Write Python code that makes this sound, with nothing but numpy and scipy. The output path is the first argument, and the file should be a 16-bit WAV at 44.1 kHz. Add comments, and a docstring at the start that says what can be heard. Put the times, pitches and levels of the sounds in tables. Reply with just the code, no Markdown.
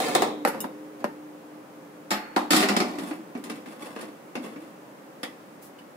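"""A wire rack knocks and slides in a sheet-steel shell, and a glass door clacks: a small toaster oven
stands open in a kitchen, close to a phone's two microphones. A filled metal baking pan bumps the sill
and the rack, scrapes in over the wires and is nudged into place, its floor flexing in short low notes.
Each contact rings the thin metal and the oven cavity; scraping is a run of tiny slips. After the pan's
light taps, fingers brush off the rim and the door gives one faint click, over a low kitchen hum."""
import sys
import numpy as np
from scipy import signal
from scipy.fft import irfft
from scipy.io import wavfile

SR = 44100
rng = np.random.default_rng(int(sys.argv[2]) if len(sys.argv) > 2 else 0)


def transcribe(signal):
    """Save signal, clipped to [-1, 1], as a 16-bit WAV file at the path in sys.argv[1]."""
    frames = np.atleast_2d(signal).T
    limited = np.clip(frames, -1, 1)
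    pcm = np.round(limited * 32767).astype(np.int16)
    wavfile.write(sys.argv[1], SR, pcm)


N = 262836
TIME = np.arange(N) / SR
RING_TIME = TIME[:18000]  # the span of one blow's ring
EDGES_HZ = [0, 450, 1200, 3000, 7000, 22050]  # five ranges: thump, body, clack, clang, tick
CAVITY = rng.standard_normal(400)  # uneven heights of the cavity's resonances, the same for every contact

# modes of the oven's steel shell: f/Hz, level/dB, t60/s
OVEN_MODES = [(215, 4.5, 0.53), (245, 9.5, 0.16), (335, -7.5, 0.24), (379, -1, 0.4), (463, 1, 0.63),
              (524, -14, 0.3), (530, 1, 0.27), (730, 8, 0.13), (757, -1.5, 0.45), (1050, 5, 0.15),
              (1332, -2.5, 0.22), (1820, -10, 0.18)]
# modes of the baking pan: f/Hz, level/dB, t60/s
PAN_MODES = [(205, 7.5, 0.28), (253, 1.5, 0.26), (307.5, 6, 0.32), (391, -13, 0.14), (574, 3, 0.18),
             (735, 6.5, 0.33), (862, 4.5, 0.28), (1203, -5, 0.43), (1820, 0, 0.19), (1946, 0, 0.16),
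             (2366, -8, 0.14), (3150, -19, 0.13), (5430, -11, 0.13), (6000, -12, 0.12), (6900, -9, 0.12)]


def loading():
    """The pan bumps the sill and the rack and rattles in over the wires in shoves that grow weaker."""
    # the base on the sill: t/s, level/dB, thump/dB, hardness/(dB per range), thump/Hz, panel/Hz, t60/s
    sill_bumps = [(2.3625, -21.5, -3.5, -5.5, 215, 830, 0.076)]
    # the pan on the rack: same columns
    rack_bumps = [(2.106, -36, 1.5, 1.5, 332, 1255, 0.26), (2.114, -30.5, -0.5, -4, 205, 1264, 0.19),
                  (2.506, -31, 8.5, 1.5, 289, 534, 0.082), (2.533, -26, 4, -2.5, 316, 1254, 0.066),
                  (2.55, -30, -1, -6, 205, 735, 0.081), (2.564, -36, 14.5, 3.5, 310, 840, 0.075),
                  (2.576, -33, -5, -4, 303, 1150, 0.05), (2.603, -32, 6, -3.5, 306, 1180, 0.066),
                  (2.626, -27, 1.5, -3.5, 396, 640, 0.25), (2.6865, -29.5, 1.5, -1.5, 191, 496, 0.11),
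                  (2.765, -29, 4, -1, 227, 1350, 0.078), (2.802, -29, 5, -3, 215, 1265, 0.13)]
    # shoves that scrape the rim in: t/s, length/s, level/dB, brightness/(dB per range)
    shoves = [(2.508, 0.11, -21.5, 5), (2.69, 0.025, -27.5, -1), (2.775, 0.05, -31, -1),
              (2.85, 0.2, -37, -3)]
    motion = chatter(effort(shoves, sag_db_per_s=27, release_db_per_s=180, dulling=0.53))
    scrape = slide(motion, pan, t60=0.056, slips_per_s=1100, scatter_db=2, thump_db=0.5, modes_db=-18.5)
    grit = rasp(motion)
    clank = knocks(sill_bumps, sill, struck_db=(1, -4), treble_db=(-0.5, -2, -3), gain_db=0.3)
    bumps = knocks(rack_bumps, pan, struck_db=(4, -2), treble_db=(4.5, 2, -2), gain_db=-0.56)
    return clank + bumps + scrape + grit


def rack():
    """The wire rack slides on its runners and knocks against the steel shell."""
    # rack on shell: t/s, level/dB, thump/dB, hardness/(dB per range), thump/Hz, panel/Hz, t60/s
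    blows = [(0.002, -29, -8, -2, 215, 760, 0.14), (0.1506, -20.5, -5.5, -0.5, 378, 730, 0.12),
             (0.2205, -22, -5, -2.5, 394, 754, 0.16)]
    # strokes of the sliding rack: t/s, length/s, level/dB, brightness/(dB per range)
    strokes = [(0, 0.28, -25, 0), (.48, 0.16, -38.5, -5.5), (.995, 0.0098, -43, -3.5)]
    motion = effort(strokes, sag_db_per_s=28.5, release_db_per_s=188, dulling=0.43)
    scrape = slide(motion, oven, t60=0.081, slips_per_s=700, scatter_db=4, thump_db=-4.5, modes_db=-17)
    return scrape + knocks(blows, oven, struck_db=(-4, -2.5), treble_db=(-7.5, -7.5, -5.5), gain_db=0.5)


def door_clacks():
    """The glass door meets its stop and settles: each clack is one swing of the pane, then a ring."""
    # clacks: t/s, level/dB, thump/dB, hardness/(dB per range), thump/Hz, panel/Hz, t60/s, slap/dB re level
    clacks = [(0.4499, -23, -9, -1, 245, 785, 0.071, 17), (0.4737, -29.5, -6, 0, 338, 850, 0.14, -2),
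              (0.546, -39, -6, -3.5, 288, 520, 0.064, -6), (0.642, -35, -2.5, -3, 244, 992, 0.08, 0.5),
              (1.0422, -28, -3.5, -3, 224, 580, 0.062, 16.5)]
    slaps = sum(swing(t, db + slap_db, hz=850, peak_s=0.00043) for t, db, *_, slap_db in clacks)
    blows = [row[:-1] for row in clacks]
    frame = knocks(blows, door, struck_db=(-3.5, 1), treble_db=(-4, -14.5, -14), gain_db=1.3)
    return small_panel(slaps) + frame


def flexing():
    """The pan's floor bends as its weight shifts; the filling damps each low note quickly."""
    # bends of the loaded floor: t/s, level/dB, f/Hz, time to peak/s
    flexes = [(2.698, -24, 204, 0.024), (2.968, -38, 278, 0.012), (3.015, -32, 282, 0.022),
              (3.106, -21.5, 310, 0.012), (3.178, -34.5, 322, 0.019), (4.025, -34, 287, 0.01),
              (4.555, -36.5, 291, 0.015), (4.615, -38, 323, 0.013)]
    return sum(swing(*row) for row in flexes)


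def settling():
    """Small pushes and light taps of the seated pan, then one faint click of the door."""
    # the pan's taps and, in the last row, the door's click:
    # t/s, level/dB, thump/dB, hardness/(dB per range), thump/Hz
    contacts = [(2.985, -44.5, 10, -0.5, 284.5), (3.11, -38.5, 4, -7, 312), (3.351, -42, 10, -7.5, 270),
                (3.374, -65, 26, 2, 203), (3.439, -53.5, 10, 2.5, 261), (3.498, -42, 7, -1, 236),
                (3.556, -57.5, 1, 0.5, 245), (3.659, -49, 8.5, -3.5, 258), (3.962, -41, 2, -6, 262),
                (4.011, -56, 9, 3, 292), (4.029, -47.5, 8.5, -6.5, 277), (4.3534, -36, 2.5, -4.5, 245),
                (4.56, -46.5, 4, -8, 283), (5.2311, -38, -1, -1, 233), (5.789, -60, -12, -1, 253)]
    # pushes that move the pan deeper: t/s, length/s, level/dB, brightness/(dB per range)
    pushes = [(2.99, 0.1, -41, 1), (3.45, 0.11, -44.5, -1.5), (3.67, 0.41, -42.5, -0.5),
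              (3.82, 0.012, -37, 0), (3.96, 0.072, -40.5, -2), (4.41, 0.057, -40, -1.5),
              (4.575, 0.022, -45, -0.5)]
    panel_hz, contact_t60 = 536, 0.16
    blows = [(*row, panel_hz, contact_t60) for row in contacts]
    motion = effort(pushes, sag_db_per_s=6, release_db_per_s=159, dulling=0.055)
    creep = slide(motion, seated_pan, t60=0.18, slips_per_s=150, scatter_db=2.5, thump_db=0, modes_db=-24)
    return creep + knocks(blows, seated_pan, struck_db=(1.5, -26), treble_db=(3, -0.5, -2), gain_db=-0.4)


def wire_pings():
    """A rack wire snaps into its slot: a bright tick, then its bunched modes."""
    # snaps: t/s, level/dB, brightness/(dB per octave), ring length/ratio
    snaps = [(0.481, -36.5, 4.5, 1.3), (0.6044, -31, 0.5, 1.1)]
    # bunches of close modes in the wire: f/Hz, width/Hz, level/dB, t60/s
    bunches = [(2860, 150, -6, 0.11), (3700, 95, -14, 0.23), (5250, 110, -2.5, 0.071),
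               (6740, 490, -6, 0.09), (7560, 270, -9, 0.11), (9240, 300, 3, 0.078),
               (11000, 550, -7.5, 0.17), (12600, 600, -1, 0.081), (13800, 980, -5, 0.13),
               (15100, 600, -14, .12)]
    out = np.zeros((2, N))
    for t, db, bright, length in snaps:
        ping = sum(undb(mode_db + bright * np.log2(hz / 9000)) * fade(length * t60) * shimmer(hz, width)
                   for hz, width, mode_db, t60 in bunches)
        ping += undb(13) * fade(0.0077) * shimmer(centre_hz=17500, width_hz=6900)  # the tick
        attack_rms = np.std(ping[:, :SR // 50])
        add_at(out, t, undb(db) * ping / attack_rms)
    return out


def wire_rings():
    """Many near-equal wires keep ringing together after a blow."""
    # ringing clusters of wires: t/s, level/dB, f/Hz, width/Hz, t60/s
    clusters = [(.002, -40.5, 3720, 695, 0.93), (.1505, -33.5, 3650, 850, 0.61), (2.114, -51, 4360, 70, 1),
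                (2.114, -42, 12400, 700, 0.31), (2.114, -33, 1590, 1490, 0.71),
                (2.113, -38.5, 866, 40, 0.81), (5.2326, -37, 3360, 493, 0.17), (5.786, -51, 2950, 110, 0.1)]
    out = np.zeros((2, N))
    for t, db, hz, width, t60 in clusters:
        add_at(out, t, undb(db) * fade(t60) * shimmer(hz, width))
    return out


def pan(t60, struck=(), modes_db=-13):
    """Response of the filled pan lying on the rack."""
    # the pan's crowd of weak modes: f/Hz, level/dB
    spectrum = [(30, -50), (105, -33), (200, 0), (310, -2.5), (450, -8), (850, -5.5), (1250, -6),
                (1550, -12), (1900, -14), (2800, -15.5), (4000, -18.5), (6500, -26), (11000, -30),
                (16000, -39)]
    modes = [(hz, db + modes_db, decay) for hz, db, decay in PAN_MODES] + list(struck)
    return ring(spectrum, modes, t60, tail_db=-5.5, tail_t60=0.52,
                crack_db=-26, damping=0.83, ripple_db=4.5, rise_s=0.00079)


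def sill(t60, struck=(), modes_db=-22):
    """Response of the pan's loaded base on the sill: a short, hollow clank."""
    # the base's crowd of weak modes: f/Hz, level/dB
    spectrum = [(30, -46), (100, -33), (200, -1.5), (310, 3.5), (450, -9), (620, -8.5), (830, 1),
                (1020, -1.5), (1350, -8), (2220, -19), (2520, -19.5), (4020, -20), (5900, -30),
                (11900, -32), (16000, -45)]
    modes = [(hz, db + modes_db, decay) for hz, db, decay in PAN_MODES] + list(struck)
    return ring(spectrum, modes, t60, tail_db=-2.5, tail_t60=0.38,
                crack_db=-17, damping=0.94, ripple_db=1.5, rise_s=0.0005)


def seated_pan(t60, struck=(), modes_db=-27):
    """Lying with its full weight on the rack, the pan is duller and rings less."""
    # the seated pan's crowd of weak modes: f/Hz, level/dB
    spectrum = [(30, -25), (110, -39), (200, 1), (290, 4.5), (370, -6.5), (520, -3), (680, -10),
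                (1100, -7.5), (2000, -14), (2500, -16.5), (3400, -17.5), (4700, -25.5), (6500, -26.5),
                (9000, -21), (16000, -33)]
    modes = [(hz, db + modes_db, decay) for hz, db, decay in PAN_MODES] + list(struck)
    return ring(spectrum, modes, t60, tail_db=-19.5, tail_t60=0.92,
                crack_db=-38, damping=0.88, ripple_db=4.5, rise_s=0.00046)


def oven(t60, struck=(), modes_db=-15):
    """Response of the oven shell; a well damped contact also shortens its modes and its tail."""
    # the shell's crowd of weak modes: f/Hz, level/dB
    spectrum = [(30, -47), (110, -9), (215, -3.5), (400, -3), (620, -7.5), (740, -7.5), (1100, -9.5),
                (1400, -12), (1900, -12.5), (2800, -18.5), (3800, -15.5), (5400, -22.5), (8700, -19.5),
                (11500, -30), (16000, -28.5)]
    tail_t60 = 3.94 * t60
    modes = [(hz, db + modes_db, min(decay, tail_t60)) for hz, db, decay in OVEN_MODES] + list(struck)
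    return ring(spectrum, modes, t60, tail_db=-7.5, tail_t60=tail_t60,
                crack_db=-4, damping=0.8, ripple_db=2.5, rise_s=0.00029)


def door(t60, struck=(), modes_db=-22):
    """Response of the framed glass door, with the shell ringing faintly behind it."""
    # the door's crowd of weak modes: f/Hz, level/dB
    spectrum = [(30, -50), (100, -19), (195, 6), (450, 2), (580, 5), (690, -20), (900, 3.5), (1170, -13.5),
                (1760, -16), (2300, -24), (3000, -26.5), (3900, -30), (4470, -28.5), (6560, -36),
                (12700, -34), (16000, -53)]
    modes = [(hz, db + modes_db, min(decay, 3 * t60)) for hz, db, decay in OVEN_MODES] + list(struck)
    return ring(spectrum, modes, t60, tail_db=-14, tail_t60=5.6 * t60,
                crack_db=-6, damping=1, ripple_db=2, rise_s=0.00059)


def knocks(blows, body, struck_db, treble_db, gain_db):
    """Blows on a body: weight sets the thump, hardness tilts the treble, the spot hit picks two modes."""
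    thump_mode_db, panel_mode_db = struck_db
    out = np.zeros((2, N))
    for t, db, thump_db, hardness, thump_hz, panel_hz, t60 in blows:
        ranges = body(t60, [(thump_hz, thump_mode_db, 1.03 * t60), (panel_hz, panel_mode_db, t60)])
        attack_rms = np.sqrt(np.mean(ranges[..., :SR // 33] ** 2, axis=(1, 2)))
        tilted_db = np.array(treble_db) + hardness * np.arange(1, 4)  # clack, clang, tick
        gains = undb(db + np.array([thump_db, 0, *tilted_db])) / attack_rms
        add_at(out, t, np.tensordot(gains, ranges, 1))
    return undb(gain_db) * out


def effort(strokes, sag_db_per_s, release_db_per_s, dulling, attack_s=0.0047):
    """Level and brightness of a slide in dB: each stroke bites, slows and lets go, duller as it weakens."""
    db, bright = np.full(N, -np.inf), np.zeros(N)
    for t, length, peak_db, peak_bright in strokes:
        age = TIME - t
        rise = 20 * np.minimum(age / attack_s, 0)
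        fall = sag_db_per_s * np.maximum(age, 0) + release_db_per_s * np.maximum(age - length, 0)
        stroke_db = peak_db + rise - fall
        bright = np.where(stroke_db > db, peak_bright - dulling * np.minimum(fall, 20), bright)
        db = np.maximum(db, stroke_db)
    return db, bright


def chatter(motion, hops_per_s=75, jolt_db=8, jolt_s=0.0049):
    """The rim hops from wire to wire: each landing is a sudden jolt that fades before the next."""
    db, bright = motion
    gaps, sizes = rng.uniform(.5, 1.5, (1000, 2)).T
    landings = (np.cumsum(gaps) - gaps[0]) / hops_per_s
    last = np.searchsorted(landings, TIME, side="right") - 1
    jolts = undb(jolt_db * sizes[last] * np.exp((landings[last] - TIME) / jolt_s))
    return db + 20 * np.log10(unit(jolts)), bright


def slide(motion, body, t60, slips_per_s, scatter_db, thump_db, modes_db, points=3, contact_s=0.022):
    """Metal catches and slips: uneven clicks ring the body, differently at each point of contact."""
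    db, bright = motion
    moving = np.flatnonzero(db > -80)
    span = np.arange(moving[0], moving[-1])
    sizes = rng.choice([-1, 1], len(span)) * undb(scatter_db * (2 * rng.random(len(span)) - 1))
    slips = unit((rng.random(len(span)) < slips_per_s / SR) * sizes)
    contact = (span / SR / contact_s + rng.random(len(span))).astype(int) % points
    forces = [slips * undb(db[span] + bright[span] * (k - 1.5) + thump_db * (k == 0))
              for k in range(len(EDGES_HZ) - 1)]
    out = np.zeros((2, N + len(RING_TIME)))
    for point in range(points):
        ranges = body(t60, modes_db=modes_db)
        ranges /= np.sqrt(np.sum(ranges ** 2) / 2)  # unit energy per microphone
        for force, response in zip(forces, ranges):
            sound = signal.fftconvolve((force * (contact == point))[None], response, axes=1)
            out[:, span[0]:span[0] + sound.shape[1]] += sound
    return out[:, :N]


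def rasp(motion, centre_hz=4930, width_hz=13000, relative_db=-13):
    """Under pressure the rim grinds on the wires: grit too dense to hear as single slips."""
    slide_db, _ = motion
    hz = np.fft.rfftfreq(N, 1 / SR)
    band = bell_curve(hz, centre_hz, width_hz) * undb(5.8 * ripple(hz))
    return unit(irfft(field(hz) * band, N)) * undb(slide_db + relative_db)


def ring(spectrum, modes, t60, tail_db, tail_t60, crack_db, damping, ripple_db, rise_s):
    """A struck panel in five ranges: a crack, a quick crowd of modes, the cavity's tail, single modes."""
    hz = np.fft.rfftfreq(len(RING_TIME), 1 / SR)
    crowd = field(hz) * colour(spectrum, hz) * undb(ripple_db * ripple(hz) * np.minimum(hz / 1500, 1))
    crowd /= np.std(irfft(crowd))
    lines, line_hz = tones(modes), np.array(modes)[:, 0]
    ranges = []
    for k, (lo, hi) in enumerate(zip(EDGES_HZ, EDGES_HZ[1:])):
        shorter = damping ** (k - 1)  # with damping under 1, higher ranges die sooner
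        crack = k * undb(crack_db) * fade(0.004)
        envelope = fade(t60 * shorter) + undb(tail_db) * fade(tail_t60 * shorter) + crack
        swell = 1 - np.exp(-RING_TIME * (k + .5) / rise_s)  # slow bending waves bring the lows later
        noise = irfft(crowd * ((hz >= lo) & (hz < hi)))
        pitched = lines[(line_hz >= lo) & (line_hz < hi)].sum(axis=0)
        ranges.append(swell * (envelope * noise + pitched))
    return small_panel(np.array(ranges))


def tones(modes, spread_hz=1300, detune=0.0068, scatter_db=3):
    """Decaying modes; the place of contact varies their strength, pitch and phase at each microphone."""
    out = []
    for (hz, db, t60), (size, shift, *phase) in zip(modes, rng.standard_normal((len(modes), 4))):
        mic_phase = np.array(phase)[:, None] * min(hz / spread_hz, 2)
        angle = 2 * np.pi * hz * (1 + detune * shift) * RING_TIME + mic_phase
        out.append(undb(db + scatter_db * size) * fade(t60) * np.sin(angle))
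    return np.array(out)


def swing(t, db, hz, peak_s):
    """A panel swells into motion at one pitch and dies away; db is the crest of its envelope."""
    age = np.clip(TIME - t, 0, 20 * peak_s)
    envelope = (age / peak_s * np.exp(1 - age / peak_s)) ** 2
    return -undb(db) * envelope * np.sin(2 * np.pi * hz * age)


def shimmer(centre_hz, width_hz):
    """Many close modes beating together: a band of noise at both microphones, rms 1."""
    hz = np.fft.rfftfreq(len(RING_TIME), 1 / SR)
    return unit(irfft(field(hz) * bell_curve(hz, centre_hz, width_hz)))


def ripple(hz, spacing_hz=110):
    """Uneven resonances along frequency: half set by the steel cavity, half by the place of contact."""
    heights = (CAVITY + rng.standard_normal(len(CAVITY))) / np.sqrt(2)
    return np.interp(hz / spacing_hz, np.arange(len(heights)), heights)


def small_panel(x, corner_hz=170, leak_db=-17):
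    """A small sheet radiates little under its lowest mode."""
    highpass = signal.butter(4, corner_hz, "high", fs=SR, output="sos")
    return signal.sosfilt(highpass, x) + undb(leak_db) * x


def fingers():
    """Skin slips off the rim with a faint hiss."""
    # rise and fall of the brush: t/s, level/dB
    brush = [(5.6, -90), (5.625, -47.5), (5.67, -51), (5.72, -69)]
    highpass = signal.butter(1, 8000, "high", fs=SR, output="sos")
    hiss = signal.sosfilt(highpass, rng.standard_normal((2, N)))
    return unit(hiss) * undb(curve(brush)) * (TIME < brush[-1][0])


def kitchen():
    """Room tone of the kitchen, with a wavering, fading hum at the resonances of the open cavity."""
    # spectrum of the room tone: f/Hz, level/dB
    air_spectrum = [(18, -89), (30, -51), (64, -50), (84, -34), (170, -12.5), (266, -11.5), (303, -7.5),
                    (345, -13.5), (404, -14.5), (486, -14.5), (526, -10.5), (666, -17), (780, -16.5),
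                    (1060, -19), (1400, -22.5), (2000, -27), (3980, -37.5), (14800, -41.5), (16000, -37)]
    # course of the room tone: t/s, level/dB
    air_level = [(0, -45), (1.2, -47), (2, -47), (3.3, -46), (4.9, -46.5), (5.96, -47.5)]
    # cavity resonances: f/Hz, wander/Hz, relative level/dB
    hum_tones = [(302, 4.75, 6.5), (416, 13.6, -2.5), (524, 10.9, -2)]
    # course of the hum: t/s, level/dB
    hum_level = [(0, -36.5), (.8, -43), (1.4, -47.5), (2, -50.5), (3.3, -53.5), (4.8, -55.5), (5.96, -70)]
    hz = np.fft.rfftfreq(N, 1 / SR)
    air = unit(irfft(field(hz, alike_hz=700) * colour(air_spectrum, hz), N))
    hum = sum(undb(db + 2 * walk(12)) * np.sin(2 * np.pi * np.cumsum(f + wander * walk(25)) / SR)
              for f, wander, db in hum_tones)
    return air * undb(curve(air_level)) + unit(hum) * undb(curve(hum_level))


def field(hz, alike_hz=760, bass_side=0.21):
    """Random spectrum at two microphones: long waves reach both alike, short ones do not."""
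    mid, side = np.exp(2j * np.pi * rng.random((2, len(hz))))
    apart = np.clip(bass_side + (hz / alike_hz) ** 2 / 2, 0, 1)
    return (mid + apart * side * np.array([[1], [-1]])) / np.sqrt(1 + apart ** 2)


def colour(spectrum, hz):
    """Gain at any frequency from a few (Hz, dB) points."""
    knots, db = np.transpose(spectrum)
    return undb(np.interp(np.log(hz + 1), np.log(knots), db))


def bell_curve(hz, centre_hz, width_hz):
    """Gain of a Gaussian band."""
    return np.exp(-2 * ((hz - centre_hz) / width_hz) ** 2)


def fade(t60):
    """Free decay of a struck thing."""
    return np.exp(-np.log(1000) * RING_TIME / max(t60, .005))


def walk(turns_per_s):
    """Random drift with a spread near 1."""
    return np.interp(TIME * turns_per_s, np.arange(400), rng.standard_normal(400))


def curve(rows):
    """Points (s, value) joined by straight lines in time."""
    return np.interp(TIME, *np.transpose(rows))


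def add_at(out, t, sound):
    """Mix a sound in from t seconds on."""
    start = int(t * SR)
    out[:, start:start + sound.shape[1]] += sound[:, :N - start]


def undb(db):
    """Decibels to gain."""
    return 10 ** (np.asarray(db) / 20)


def unit(x):
    """Scale to rms 1."""
    return x / np.sqrt(np.mean(x ** 2) + 1e-20)


def scene():
    """At close range the oven is made ready, the pan goes in and settles, and the door clicks faintly."""
    making_ready = rack() + door_clacks() + wire_pings() + wire_rings()
    return making_ready + loading() + flexing() + settling() + fingers() + kitchen()


def record(dry):
    """Sound reaches the left microphone a little later; the phone cuts the top."""
    lag_s, top_hz = 0.0002, 15500
    left = np.pad(dry[0], (int(lag_s * SR), 0))[:N]
    lowpass = signal.ellip(8, .2, 70, top_hz, fs=SR, output="sos")
    return signal.sosfilt(lowpass, np.array([left, dry[1]]))


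dry = scene()
out = record(dry)
transcribe(out)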